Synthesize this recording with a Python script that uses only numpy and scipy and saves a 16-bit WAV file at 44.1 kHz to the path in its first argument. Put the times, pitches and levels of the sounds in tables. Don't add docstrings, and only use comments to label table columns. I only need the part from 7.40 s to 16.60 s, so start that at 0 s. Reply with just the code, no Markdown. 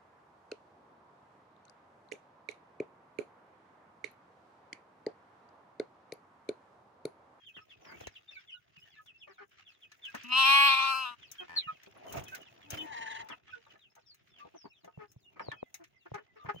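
import sys
import numpy as np
from scipy import signal
from scipy.fft import rfft, irfft, next_fast_len
from scipy.io import wavfile
from scipy.ndimage import uniform_filter1d, map_coordinates

SR = 44100
rng = np.random.default_rng(int(sys.argv[2]) if len(sys.argv) > 2 else 0)


def level_to_linear(level):
    exponent = np.asarray(level, float) / 20
    return 10 ** exponent


def wav_out(sig):
    wavfile.write(sys.argv[1], SR, np.round(np.clip(np.atleast_2d(sig).T, -1, 1) * 32767).astype(np.int16))


N = 405719
STEP = 32
CHIRP_HZ = 3550
FAR_EVERY_S = 0.393

# freq_hz, level_db
GROUND = [(18, -63.5), (30, -14), (103, 1), (166, -7), (240, -15), (400, -10), (520, -36), (880, -120)]
# freq_hz, level_db
SHUFFLE = [(120, -34.5), (200, -5), (577, -4), (660, 1.5), (2000, -22), (2600, -43), (4400, -120)]
# freq_hz, level_db
STRAW = [(710, -25), (1200, 1), (1860, 2), (2700, 5.5), (4380, -8), (5960, -10.5), (7500, -21.5),
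         (9750, -49.5), (16500, -120)]
# freq_hz, level_db
CRACKLE = [(3240, -34.5), (5500, -1), (6630, 5.5), (7770, -8), (10400, -8.5), (11100, -2.5), (13600, -14),
           (15200, 6), (16300, -13), (16800, -47)]
# time_s, level_db
FLOCK = [(0, -76), (.47, -68), (1, -69), (1.2, -79), (1.5, -68), (1.65, -77), (2.1, -78), (2.2, -69),
         (2.5, -78), (2.75, -56), (3.74, -64.5), (4.4, -69), (5.2, -66), (5.85, -64), (6.03, -83),
         (8.9, -79), (9.2, -74)]
# peak_s, shuffle_db, straw_over_shuffle_db, rise_s, fall_s (both for 20 dB)
SCUFFLES = [
    (.61, -57, -4, .3, .14),
    (4.77, -42, -12, .16, .12),
    (4.98, -57, -2, .3, .07),
    (5.33, -48, -7, .06, .25),
    (5.8, -60, -8, 2, .25),
    (6.1, -72, 8, .07, .2),
    (6.35, -70, 2, .2, .06),
    (7, -70, 5, .2, .2),
    (8.05, -59.5, -12, .13, .2),
    (9.2, -67, -7, .5, .1),
]

# start_s, length_s, level_db
CHIRPS = [(0.05, 0.054, -56), (0.154, 0.031, -52.5), (0.297, 0.04, -55.5), (0.617, 0.065, -59.5),
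          (0.754, 0.017, -52), (1.075, 0.044, -54.5), (1.489, 0.08, -66), (1.662, 0.045, -56.5),
          (1.806, 0.037, -56), (2.254, 0.049, -60.5), (2.419, 0.032, -56), (2.626, 0.058, -45),
          (3.815, 0.043, -58), (4.322, 0.041, -64.5), (4.86, 0.035, -57), (5.054, 0.031, -58.5),
          (5.215, .05, -65), (5.902, 0.03, -51), (6.08, 0.047, -61.5), (6.904, .13, -66)]
# start_s, length_s, pitch_hz, level_db
NOTES = [(0.486, 0.049, 2100, -59), (0.881, 0.027, 3600, -52.5), (0.916, 0.018, 2650, -55),
         (0.956, 0.012, 2355, -50.5), (0.966, 0.021, 1530, -58.5), (1.12, 0.024, 2940, -50),
         (1.563, 0.032, 1735, -63.5), (1.587, 0.014, 1277, -61), (1.745, .03, 2680, -62),
         (4.675, .035, 3000, -56), (3.988, 0.012, 3170, -42), (4.277, 0.017, 1276, -37),
         (4.922, 0.019, 1555, -46), (5.005, 0.022, 2960, -56.5), (5.377, 0.042, 3040, -42),
         (6.129, 0.019, 1490, -47), (6.303, 0.022, 2950, -61.5), (7.002, 0.035, 1170, -54.5),
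         (7.847, 0.042, 2805, -64), (8.157, 0.064, 2500, -63), (9.158, 0.03, 3050, -57),
         (.143, .012, 3150, -58), (6.665, .015, 5350, -66), (8.012, .015, 5550, -66), (0, .04, 3250, -63),
           (.19, .03, 1300, -65), (.53, .02, 2300, -62), (1.085, .02, 2150, -61), (1.14, .04, 1450, -66),
           (1.418, .015, 2950, -57), (1.46, .02, 1800, -67), (1.53, .015, 2100, -64),
           (2.67, .03, 1600, -57), (3.98, .03, 1600, -63), (3.995, .025, 2550, -56),
           (4.235, .03, 2800, -55), (4.263, .025, 1800, -59), (4.272, .03, 2480, -54),
           (4.86, .03, 2550, -59), (4.91, .03, 2600, -60), (4.942, .012, 2150, -53),
           (5.385, .03, 3500, -52), (5.4, .015, 2550, -55), (5.437, .015, 2150, -55), (6.1, .03, 2400, -61),
           (7.53, .03, 2750, -70), (7.945, .03, 2350, -69), (8.165, .05, 3150, -71),
           (8.245, .04, 2050, -72), (8.54, .04, 2100, -68), (8.6, .03, 2750, -74), (8.795, .025, 2950, -71),
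           (8.868, .045, 2050, -71), (8.993, .045, 1190, -55), (9.185, .012, 2450, -61)]
# start_s, length_s, start_hz, level_db
GLIDES = [(0.415, 0.1, 6200, -67), (1.355, .03, 2950, -61), (4.2, 0.04, 3450, -55), (4.198, .03, 2600, -52),
          (5.69, .04, 4050, -60), (5.74, .04, 3500, -57), (7.303, .03, 2850, -66), (7.33, .06, 3950, -71),
          (6.392, 0.08, 3900, -64), (6.68, 0.05, 5000, -60), (7.15, 0.112, 6350, -64),
          (8.015, 0.135, 5300, -61)]
# start_s, length_s, start_hz, end_hz, level_db
SHRIEK = (4.165, 0.024, 4500, 3650, -28)
# start_s, calls, level_db
FAR_PEEPS = [
    (.704, 5, -73.5),
    (.904, 1, -64.5),
    (3.84, 1, -68),
    (6.196, 8, -79),
]
# start_s, calls, level_db
HOOKS = [
    (.2, 5, -72),
    (6.1, 5, -76),
]

# start_s, length_s, pitch_hz, level_db, beak_opening_db
CLUCKS = [(1.875, .014, 590, -53, -6), (1.89, 0.036, 391.4, -55, -4), (1.983, .02, 745, -56, 3),
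          (2.002, 0.043, 405, -51, -2.5), (3.998, 0.058, 361.6, -48, -8.5), (6.156, 0.05, 461, -58.5, -16),
          (7.143, 0.024, 347.6, -50.5, -22), (7.588, 0.071, 423.5, -48, -8),
          (8.399, 0.04, 340.4, -53.5, -17), (8.657, 0.021, 353.2, -51, -11), (8.74, 0.024, 415.7, -39, -4),
          (8.958, 0.035, 435, -55.5, -4.5), (9.088, 0.022, 418, -35, 1), (8.795, .03, 430, -58, -20),
          (9.11, .025, 410, -52, -6)]
# start_s, length_s, pitch_hz, level_db,
# beak_opening_db
GRUNTS = [(0.45, 0.13, 374, -57, 0.5), (0.167, 0.039, 435.7, -55.5, -3), (2.744, 0.05, 235.1, -46, -3),
          (5.897, 0.052, 235.3, -48, -3), (6.565, 0.05, 700, -60, -20), (7.046, 0.04, 365, -53.5, -28),
          (7.244, 0.035, 381.4, -49, -27), (7.435, 0.079, 385.5, -60, -20), (8, 0.04, 384.7, -49, -6),
          (8.118, 0.04, 402.2, -51, -3), (7.962, .035, 390, -57, -6), (8.765, .05, 400, -51, -5),
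          (9.055, .035, 400, -50, -3)]
# freq_hz, width_hz, level_db
HEN_CHEST = [(414.6, 170, -1.5), (773, 178, 0)]
# freq_hz, width_hz, level_db
HEN_BEAK = [(1198, 350, -1), (1750, 570, -3), (2680, 290, -9.5), (4800, 2300, -25.5)]
# start_s, peak_db, ring_hz, snap_db
STAMPS = [(0.168, -61.5, 172, -11), (0.608, -50.5, 112, 5), (0.668, -45, 76.4, 4.5), (1.37, -60, 150, -30),
          (2.742, -45, 235, -3), (4.262, -52.5, 147, -39), (4.767, -38.5, 120, -14),
          (5.326, -38.5, 95, -31), (5.905, -55.5, 232.7, -22), (7.247, -51, 232, -11),
          (7.571, -42.5, 148.9, -8.5), (7.758, -47.5, 124, -17.5), (8.081, -42, 130, 6),
          (8.225, -59, 258.3, 23.5), (8.713, -40, 127, -2.5), (9.044, -44, 127, -7), (9.074, -47, 140, -12),
          (8.74, -48, 140, -20), (9.141, -47.5, 168, 0), (9.158, -48.5, 150, 0), (4.32, -58, 150, -30),
          (4.783, -44, 130, -5)]

# start_s, peak_db, body_db
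TICKS = [(0.6069, -57, 12), (0.669, -60, 23), (1.66, -60, 5), (2.5172, -61.5, 16.5), (2.7, -56, 0),
         (2.886, -52, 0), (2.6513, -49.5, 3), (2.7478, -38, 3), (2.833, -45.5, 0.5), (3.9144, -31.5, -25),
         (4.4323, -51, 2), (4.724, -32.5, -9.5), (4.7738, -44.5, 10), (4.8369, -41.5, -22),
         (4.8814, -43.5, -1), (4.948, -34, -1.5), (5.0137, -50, -14.5), (5.3037, -26.5, -11.5),
         (5.372, -46, 4), (5.8868, -51.5, 11), (6.552, -52, -4), (6.744, -50.5, -7), (7.4452, -55, 5.5),
         (7.7163, -50, -15.5), (8.3421, -32.5, -6.5), (8.4395, -63.5, 17.5), (8.743, -59.5, 18)]
# freq_hz, level_db, t60_s (not used)
TIN = [(2033, -6.5, 0.11), (3700, -18.5, 0.075), (5520, -16.5, 0.035), (6196, -24, 0.08)]
# start_s, peak_db, ring_hz, t60_s
KNOCKS = [(1.878, -57, 1750, .03), (7.058, -56, 700, .05), (7.148, -51, 650, .04), (2.195, -60, 1250, .06),
          (4.462, -52, 2500, .02), (4.472, -50, 390, .05), (4.565, -54, 1100, .03), (4.738, -42, 700, .04),
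          (4.776, -40, 1200, .02), (5.9, -42, 1000, .03), (5.935, -50, 1000, .03), (6.078, -55, 1300, .03),
          (6.093, -53, 1300, .03), (6.265, -58, 900, .06), (6.355, -55, 1300, .03), (7.253, -48, 850, .04),
          (7.443, -48, 650, .03), (7.475, -50, 700, .08), (7.995, -33, 1250, .02), (8.003, -40, 900, .04),
          (8.063, -54, 550, .04), (8.116, -33, 1750, .02), (8.66, -50, 900, .04), (9.048, -52, 650, .03)]
# start_s, peak_db
PINGS = [
    (4.572, -61),
    (4.667, -62),
    (4.745, -58),
    (4.837, -59),
    (4.951, -57),
    (5.303, -52),
    (5.424, -64),
]

# time_s, pitch_hz, effort_db, tongue_raised_db, tongue_hz
LAMB = [
    (2.94, 256, -35, 9, 2680),
    (2.984, 267, -27, 4, 2800),
    (3.045, 268.5, -26.5, 2.5, 2640),
    (3.12, 277, -25.5, 3, 2440),
    (3.268, 279, -25.5, 3.5, 2430),
    (3.3, 271, -27.5, 4, 2430),
    (3.52, 268, -30, -2, 2520),
    (3.69, 258, -41, -1, 2720),
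    (3.755, 252, -55, -14, 2780),
]
# time_s, throat_hz, throat_db, cheek_db, brightness_db
LAMB_THROAT = [(2.95, 3100, 8, -16, 0), (3.1, 3300, 6, -18, -3), (3.26, 3200, 4, -16, -9),
               (3.33, 3450, 5, -14, -3), (3.46, 3450, 3, -8, 0), (3.55, 3000, -6, -2, -3),
               (3.7, 3700, 4, -9, 0)]
# freq_hz, width_hz, level_db
LAMB_UPPER = [(4230, 440, -1), (5400, 560, -9), (5900, 300, -28), (8900, 2400, -23), (14800, 2400, -25)]
# time_s, dip_hz
SLIPS = [
    (3.038, 3),
    (3.14, 2.2),
    (3.285, 3),
    (3.352, 6),
    (3.385, -3),
    (3.412, 4),
    (3.46, 3),
    (3.545, 4),
    (3.65, 4),
]
# freq_hz, lead_rad
LAMB_LEAD = [(0, 0), (690, -4.4), (3100, -13.9), (5170, -26.1), (11400, -53.3), (12900, -60.1),
             (14200, -56.3), (16600, -63.9)]

# start_s, every_s, clicks, level_db
PURR = (4.083, .0117, 9, -45)
# freq_hz, level_db, t60_s
PURR_THROAT = [(1020, -2, .017), (1350, -9, .012), (1750, 3, .02), (2400, -3, .01), (4400, -14, .008)]

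# time_s, pitch_hz, mouth_db, throat_db
EWE = [
    (5.22, 280.5, -76.5, -89),
    (5.411, 316.2, -58, -55),
    (5.521, 292.6, -50.5, -46.5),
    (5.55, 231.3, -50.5, -48),
    (5.722, 224, -53, -46.5),
    (5.82, 226, -55, -52),
    (5.891, 222, -58, -100),
]
# freq_hz, width_hz, level_db
EWE_THROAT = [(1860, 220, 8), (2900, 400, -3), (3740, 500, -11), (6340, 400, -16)]

# freq_hz, left_minus_right_db
LEAN = [(60, -3), (150, -4), (380, 6), (950, 8), (2380, 0), (5980, 11), (15000, 5.5)]
# freq_hz, t60_s
COOP = [(200, 0.043), (2000, 0.069), (10000, 0.023)]


def unit(x):
    return x / np.sqrt(np.mean(x ** 2) + 1e-20)


def along(points, hz):
    f, v = np.transpose(points)
    return np.interp(np.log(hz + 1), np.log(f + 1), v)


def curves(rows, t):
    s, *cols = np.transpose(rows)
    return [np.interp(t, s, c) for c in cols]


def fine(x):
    part = np.arange(STEP) / STEP
    between = x[..., :-1, None] * (1 - part) + x[..., 1:, None] * part
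    return between.reshape(*x.shape[:-1], -1)


def wobble(rate, size=N):
    knots = rng.standard_normal(int(size * rate / SR) + 4)
    return map_coordinates(knots, [np.arange(size) * rate / SR])


def filtered(x, response):
    m = next_fast_len(x.shape[-1] + 8192)
    spectrum = rfft(x, m) * response(np.fft.rfftfreq(m, 1 / SR))
    return irfft(spectrum, m)[..., :x.shape[-1]]


def peak(f, hz, width):
    return 1j * f * width / (hz * hz - f * f + 1j * f * width)


def tract(f, modes):
    return sum((-1) ** k * level_to_linear(db) * peak(f, hz, w) for k, (hz, w, db) in enumerate(modes))


def add(track, s, x):
    part = track[max(round(s * SR), 0):][:len(x)]
    part += x[:len(part)]


def voice(pitch, rough, throat, flutter_hz=220, clear_hz=2500, fray=1.5):
    size = len(pitch)
    k = np.arange(1, int(16500 / pitch.max()) + 1)[:, None]
    jitter = 1 + 0.033 * rough * wobble(70 * STEP, size=size)
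    phase = 2 * np.pi * np.cumsum(fine(pitch * jitter)) / SR

    def slow(hz):
        noise = rng.standard_normal((len(k), size))
        return signal.resample(noise[:, :int(size * STEP * hz / SR) + 3], size, axis=1)

    flutter = slow(flutter_hz) + 1j * slow(flutter_hz)
    drift = level_to_linear(np.clip(k * pitch.mean() / 2200, 0, 2.5) * slow(18))
    rough = np.clip(rough * np.minimum(k * pitch / clear_hz, fray), 0, 1)
    overtones = throat(k * pitch) * drift * (1 - rough + rough * flutter)
    return np.real(np.sum(fine(overtones) * np.exp(1j * k * phase), 0))


def stir():
    t = np.arange(N // STEP + 2) * STEP / SR
    busy_db, = curves(FLOCK, t)
    calm_db = busy_db - np.median(busy_db)
    levels = level_to_linear([-80 + 0.55 * calm_db, busy_db, -88 + 0.4 * calm_db]) ** 2
    for s, db, straw_db, rise, fall in SCUFFLES:
        away_db = 20 * np.where(t < s, (s - t) / rise, (t - s) / fall)
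        crackle_db = -69 + 0.9 * (2 * db + straw_db + 116)
        peaks_db = np.array([db, db + straw_db, crackle_db])
        levels += level_to_linear(peaks_db[:, None] - away_db * [[1], [0.7], [1.9]]) ** 2
    return fine(10 * np.log10(levels))[:, :N]


def rustle(spectrum, grains_db, alike):
    size = N // STEP + 2
    grains = wobble(220 * STEP, size=size) + 0.94 * wobble(25 * STEP, size=size)
    noise = rng.standard_normal((2, N)) * fine(level_to_linear(grains_db * grains))[:N]
    z = signal.stft(noise, nperseg=512)[2]
    field = uniform_filter1d(uniform_filter1d(rng.standard_normal(z.shape[1:]), 5, 0), 8, 1)
    patchy = signal.istft(z * level_to_linear(2.2 * unit(field)), nperseg=512)[1][:, :N]
    a, b = filtered(patchy, lambda f: level_to_linear(along(spectrum, f)))
    turn = np.arccos(np.clip(alike, 0, 1)) / 2
    left = np.cos(turn) * a + np.sin(turn) * b
    right = np.cos(turn) * a - np.sin(turn) * b
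    return unit(np.array([np.roll(left, 26), right]))


def litter():
    shuffle_db, straw_db, crackle_db = stir()
    ground = (level_to_linear(-79) + level_to_linear(shuffle_db - 5)) * rustle(GROUND, grains_db=-3.0, alike=0.29)
    feet = level_to_linear(shuffle_db + 2) * rustle(SHUFFLE, grains_db=2.5, alike=0.54)
    straw = level_to_linear(straw_db + 2.2) * rustle(STRAW, grains_db=3.5, alike=0.26)
    crackle = level_to_linear(crackle_db + 4.0) * rustle(CRACKLE, grains_db=4, alike=0.12)
    return ground + feet + straw + crackle


def calls():
    sag, glide_hz_per_s = 0.03, 17500
    chirps = [(s, length, CHIRP_HZ, 2520, db) for s, length, db in CHIRPS]
    notes = [(s, length, hz * (1 + sag / 2), hz * (1 - sag / 2), db) for s, length, hz, db in NOTES]
    glides = [(s, length, hz, hz - glide_hz_per_s * length, db) for s, length, hz, db in GLIDES]
    return chirps + notes + glides + [SHRIEK]


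def peep(length, start_hz, end_hz, bend, hooked=False):
    u = np.linspace(0, 1, round(length * SR))
    if hooked:
        fall = 1 / (1 + np.exp(8 * (u - 0.5)))
    elif length < 0.09:
        fall = np.cos(np.pi / 2 * u) ** bend
    else:
        fall = (1 - u) ** (bend if start_hz - end_hz > 2600 else 1.05)
    over_db = -34 if hooked else -41 if start_hz > 1400 else -24
    pitch = (end_hz + (start_hz - end_hz) * fall) * (1 + 0.014 * wobble(130, size=len(u)))
    phase = 2 * np.pi * np.cumsum(pitch) / SR
    whistle = np.sin(phase) + level_to_linear(over_db) * (np.sin(2 * phase) + 0.7 * np.sin(3 * phase))
    breath = np.sin(np.pi * u ** 1.4) ** 0.47
    return whistle * breath * level_to_linear(2.6 * wobble(147.6, size=len(u)))


def chicks():
    near, far = np.zeros((2, N))
    for s, length, start_hz, end_hz, db in calls():
        call = level_to_linear(db) * peep(length + 0.008, start_hz, end_hz, bend=1.6, hooked=start_hz == CHIRP_HZ)
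        for late_s, loss_db in [(-0.005, 0.5), (0.006, -9), (0.017, -15)]:
            add(near, s + late_s, level_to_linear(loss_db) * call)
    for s, count, db in FAR_PEEPS:
        for k in range(round(count)):
            add(far, s + k * FAR_EVERY_S, level_to_linear(db + 0.5) * peep(0.105, 6300, 3300, bend=1.8))
    for s, count, db in HOOKS:
        for k in range(round(count)):
            add(far, s + k * FAR_EVERY_S, level_to_linear(db) * peep(0.04, 2300, 5300, bend=40))
    return near, far


def hens():
    out = np.zeros(N)
    clucks = [(*c, 0.17) for c in CLUCKS]
    grunts = [(*g, 0.8) for g in GRUNTS]
    for s, length, hz, db, open_db, rough in clucks + grunts:
        u = np.linspace(0, 1, round((length + 0.008) * SR / STEP))

        def throat(f):
            lean = level_to_linear(0.8 * (db + 43) * (f > 600))
            chest = tract(f, HEN_CHEST) * peak(f, 400, 600) * lean
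            beak = tract(f, HEN_BEAK) * peak(f, 1900, 2700) / (1 + (f / 6500) ** 4)
            return chest + level_to_linear(open_db) * beak

        puff = np.sin(np.pi * u ** (0.9 - 0.6 * rough)) ** (0.6 + 1.5 * rough)
        puff = puff * level_to_linear((1.5 + 3.5 * rough) * wobble(90 * STEP, size=len(u)))
        pitch = hz * (1.02 - 0.051 * u)
        cluck = fine(puff) * voice(pitch, rough, throat, flutter_hz=440, clear_hz=579, fray=2.5)
        add(out, s - 0.003, level_to_linear(db - 4.0) * np.hypot(1, level_to_linear(open_db)) * unit(cluck))
    return out


def stamps():
    out, t = np.zeros(N), np.arange(SR // 10) / SR
    for s, db, hz, snap_db in STAMPS:
        ring = level_to_linear(-60 * t / 0.042) * np.sin(2 * np.pi * hz * t) * (1 - np.exp(-t / 0.0032))
        snap = level_to_linear(-60 * t / 0.012) * np.sin(2 * np.pi * 520 * t) * (1 - np.exp(-t / 0.0003))
        add(out, s + 0.004, level_to_linear(db + 12.5) * (ring + level_to_linear(snap_db + 1.5) * snap))
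    return out


def ticks():
    out, t = np.zeros(N), np.arange(SR // 8) / SR
    fade = (level_to_linear(-60 * t / 0.025) + level_to_linear(-13 - 60 * t / 0.11)) * (1 - np.exp(-t / 0.0004))

    def vessel(f):
        modes = sum(level_to_linear(db + 16.5) * peak(f, hz, 450) for hz, db, _ in TIN)
        return peak(f, 2100, 1700) + modes * (f < 7000)

    for s, db, body_db in TICKS:
        crack, body = rng.standard_normal((2, len(t)))
        crack = unit(filtered(crack, lambda f: level_to_linear(along(CRACKLE, f))))
        body = unit(filtered(body, vessel))
        add(out, s, level_to_linear(db - 10.5) * fade * (crack + level_to_linear(body_db + 4.5) * body))
    return out


def knocks():
    out, t = np.zeros(N), np.arange(SR // 10) / SR
    modes = [(1, 0), (0.62, -7), (1.3, -5), (1.8, -11)]
    for s, db, hz, t60 in KNOCKS:
        ring = sum(level_to_linear(d + rng.normal(0, 2)) * np.sin(2 * np.pi * hz * r * t) for r, d in modes)
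        crack = unit(filtered(rng.standard_normal(len(t)), lambda f: peak(f, 1.3 * hz, 1.5 * hz) ** 3))
        add(out, s, level_to_linear(db + 4 - 60 * t / t60) * (ring + 0.4 * crack) * (1 - np.exp(-t / 0.0012)))
    return out


def lamb():
    hum_s = 2.835
    t = np.arange(hum_s, LAMB[-1][0], STEP / SR)
    pitch, mouth_db, raised_db, tongue_hz = curves(LAMB, t)
    throat_hz, throat_db, cheek_db, bright_db = curves(LAMB_THROAT, t)

    early = np.maximum(LAMB[0][0] - t, 0)
    slip_hz = sum(hz * np.exp(-((t - s) / 0.009) ** 2) for s, hz in SLIPS)
    crack_hz = 14 / (1 + np.exp((3.65 - t) / 0.004))
    pitch = pitch - crack_hz - 160 * early - slip_hz
    pitch = pitch * (1 + 0.002 * wobble(30 * STEP, size=len(t)))

    mouth_db = mouth_db - np.minimum(400 * early, 24)
    below_db = mouth_db - mouth_db.max()
    nose_db = -51 - 24 * (t - hum_s)
    tongue_db = mouth_db + raised_db
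    upper_db = mouth_db.max() - 6 + 1.3 * below_db + 0.6 * np.clip(raised_db, -9, 9)
    hush_db = np.clip(200 * (t - 3.39), 0, 14)
    rough = np.interp(t, [2.9, 2.95, 3.26, 3.3, 3.4, 3.48], [0.2, 0.08, 0.06, 0.17, 0.22, 0.1])
    rough = rough + 0.026 * abs(slip_hz)
    shake = level_to_linear(6 * rough * wobble(40 * STEP, size=len(t)))
    jaw = level_to_linear(9 * np.clip((2.945 - t) / 0.03, 0, 1) * (t > 2.921))

    def mouth(f):
        cavity = peak(f, 1110, 310) ** 2 + level_to_linear(-13) * peak(f, 1600, 750) ** 2
        return level_to_linear(mouth_db + 3) * (cavity - level_to_linear(cheek_db) * peak(f, 1345, 200))

    def tongue(f):
        return level_to_linear(tongue_db + 1.5) * peak(f, tongue_hz, 430) ** 2

    def upper(f):
        tilt_db = below_db * np.clip(f / 5500 - 1, 0, 2)
        level_db = upper_db + tilt_db - hush_db * (f > 7000) + bright_db * (abs(f - 5900) < 900)
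        throat = level_to_linear(throat_db) * peak(f, throat_hz, 650) ** 2
        shorter = f * np.sqrt(272 / pitch)
        tops = sum((-1) ** k * level_to_linear(db) * peak(shorter, hz, w) ** 2 for k, (hz, w, db) in enumerate(LAMB_UPPER))
        return level_to_linear(level_db) * (throat - tops) * (f / 3000) ** 4 / (1 + (f / 3000) ** 4)

    def head(f):
        nose = level_to_linear(nose_db + 5.5) * (f < 1.5 * pitch)
        notch = 1 - 0.96 * peak(f, 6750, 700)
        opened = jaw * (mouth(f) - tongue(f) + upper(f)) * notch
        return shake * signal.windows.tukey(len(t), 0.03) * (nose + opened)

    out = np.zeros(N)
    add(out, t[0], -voice(pitch, rough, head))
    return out


def purr():
    out, t = np.zeros(N), np.arange(SR // 10) / SR
    s, every, count, db = PURR
    for k in range(round(count)):
        click = sum(level_to_linear(d + rng.normal(0, 2.5) - 60 * t / t60) * np.sin(2 * np.pi * hz * t)
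                    for hz, d, t60 in PURR_THROAT)
        first_db = -6 * (k == 0)
        add(out, s + every * (k + rng.normal(0, 0.06)), level_to_linear(db + first_db) * click)
    return out


def pings():
    out, t = np.zeros(N), np.arange(SR // 8) / SR
    for s, db in PINGS:
        level_db = db + 2 * wobble(150, size=len(t)) - 60 * t / 0.05
        hz = 11250 * (1 + rng.normal(0, 0.004))
        add(out, s, level_to_linear(level_db) * np.sin(2 * np.pi * hz * t) * (1 - np.exp(-t / 0.002)))
    return out


def ewe():
    t = np.arange(EWE[0][0], EWE[-1][0], STEP / SR)
    pitch, mouth_db, throat_db = curves(EWE, t)
    shake = 0.18
    for k in range(7):
        s, db = 5.518 + 0.0452 * k, -42.5 + rng.normal(0, 1.5)
        shake = shake + level_to_linear(db + 36.5) * np.exp(-((t - s - 0.018) / 0.016) ** 4)

    def mouth(f):
        cavity = peak(f, 890, 170) ** 2 + level_to_linear(-22) * peak(f, 450, 100) ** 2
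        closed = level_to_linear(0.1) * (f < 1.5 * pitch) * (t < 5.46)
        return level_to_linear(mouth_db + 12) * np.sqrt(shake + 0.3) * (cavity + closed)

    def throat(f):
        modes = sum(level_to_linear(db) * peak(f, hz, 1.5 * w) ** 2 for hz, w, db in EWE_THROAT)
        return level_to_linear(throat_db + 3) * shake * modes

    def head(f):
        return (mouth(f) - throat(f)) * signal.windows.tukey(len(t), 0.1)

    out = np.zeros(N)
    add(out, t[0], voice(pitch, 0.52, head))
    return out


def ports(x, lag_s, lean=1, lead=((0, 0),)):
    side = np.array([[1], [-1]])

    def response(f):
        colour = level_to_linear(side * lean * along(LEAN, f) / 2)
        turn = np.interp(f, *np.transpose(lead)) / 2 - np.pi * f * lag_s
        return colour * np.exp(1j * side * turn)

    return filtered(x, response)


def coop(x):
    _, t, z = signal.stft(rng.standard_normal((2, SR // 3)), SR, nperseg=256)
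    hz = np.fft.rfftfreq(256, 1 / SR)
    tail = signal.istft(z * level_to_linear(-60 * t / along(COOP, hz)[:, None]), SR, nperseg=256)[1]
    delayed = np.pad(x, (150, 0))[None]
    return signal.fftconvolve(delayed, tail / np.linalg.norm(tail[0]), axes=1)[:, :N]


def scene():
    bed = litter()
    near, far = chicks()
    hen, tick = hens() + knocks() + purr(), ticks() + pings()
    kid, mother = lamb(), ewe()
    direct = ports(kid + tick, 0, lead=LAMB_LEAD)
    direct += ports(mother + near + far, 0.00055, lean=0.8)
    direct += ports(hen + stamps(), 0.00094, lean=0.68)
    wet = level_to_linear(-14) * kid + level_to_linear(-11) * mother + level_to_linear(0.7) * near
    wet += level_to_linear(-3) * far + level_to_linear(-6.5) * hen + level_to_linear(-4) * tick
    return direct + coop(wet) + bed


def band_limit(x):
    return signal.sosfilt(signal.butter(12, 17010, fs=SR, output="sos"), x)


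def record(dry):
    mix = filtered(dry, lambda f: (1j * f / 60) ** 2 / (1 + 1j * f / 60) ** 2)
    return band_limit(mix)


dry = scene()
out = record(dry)
wav_out(out)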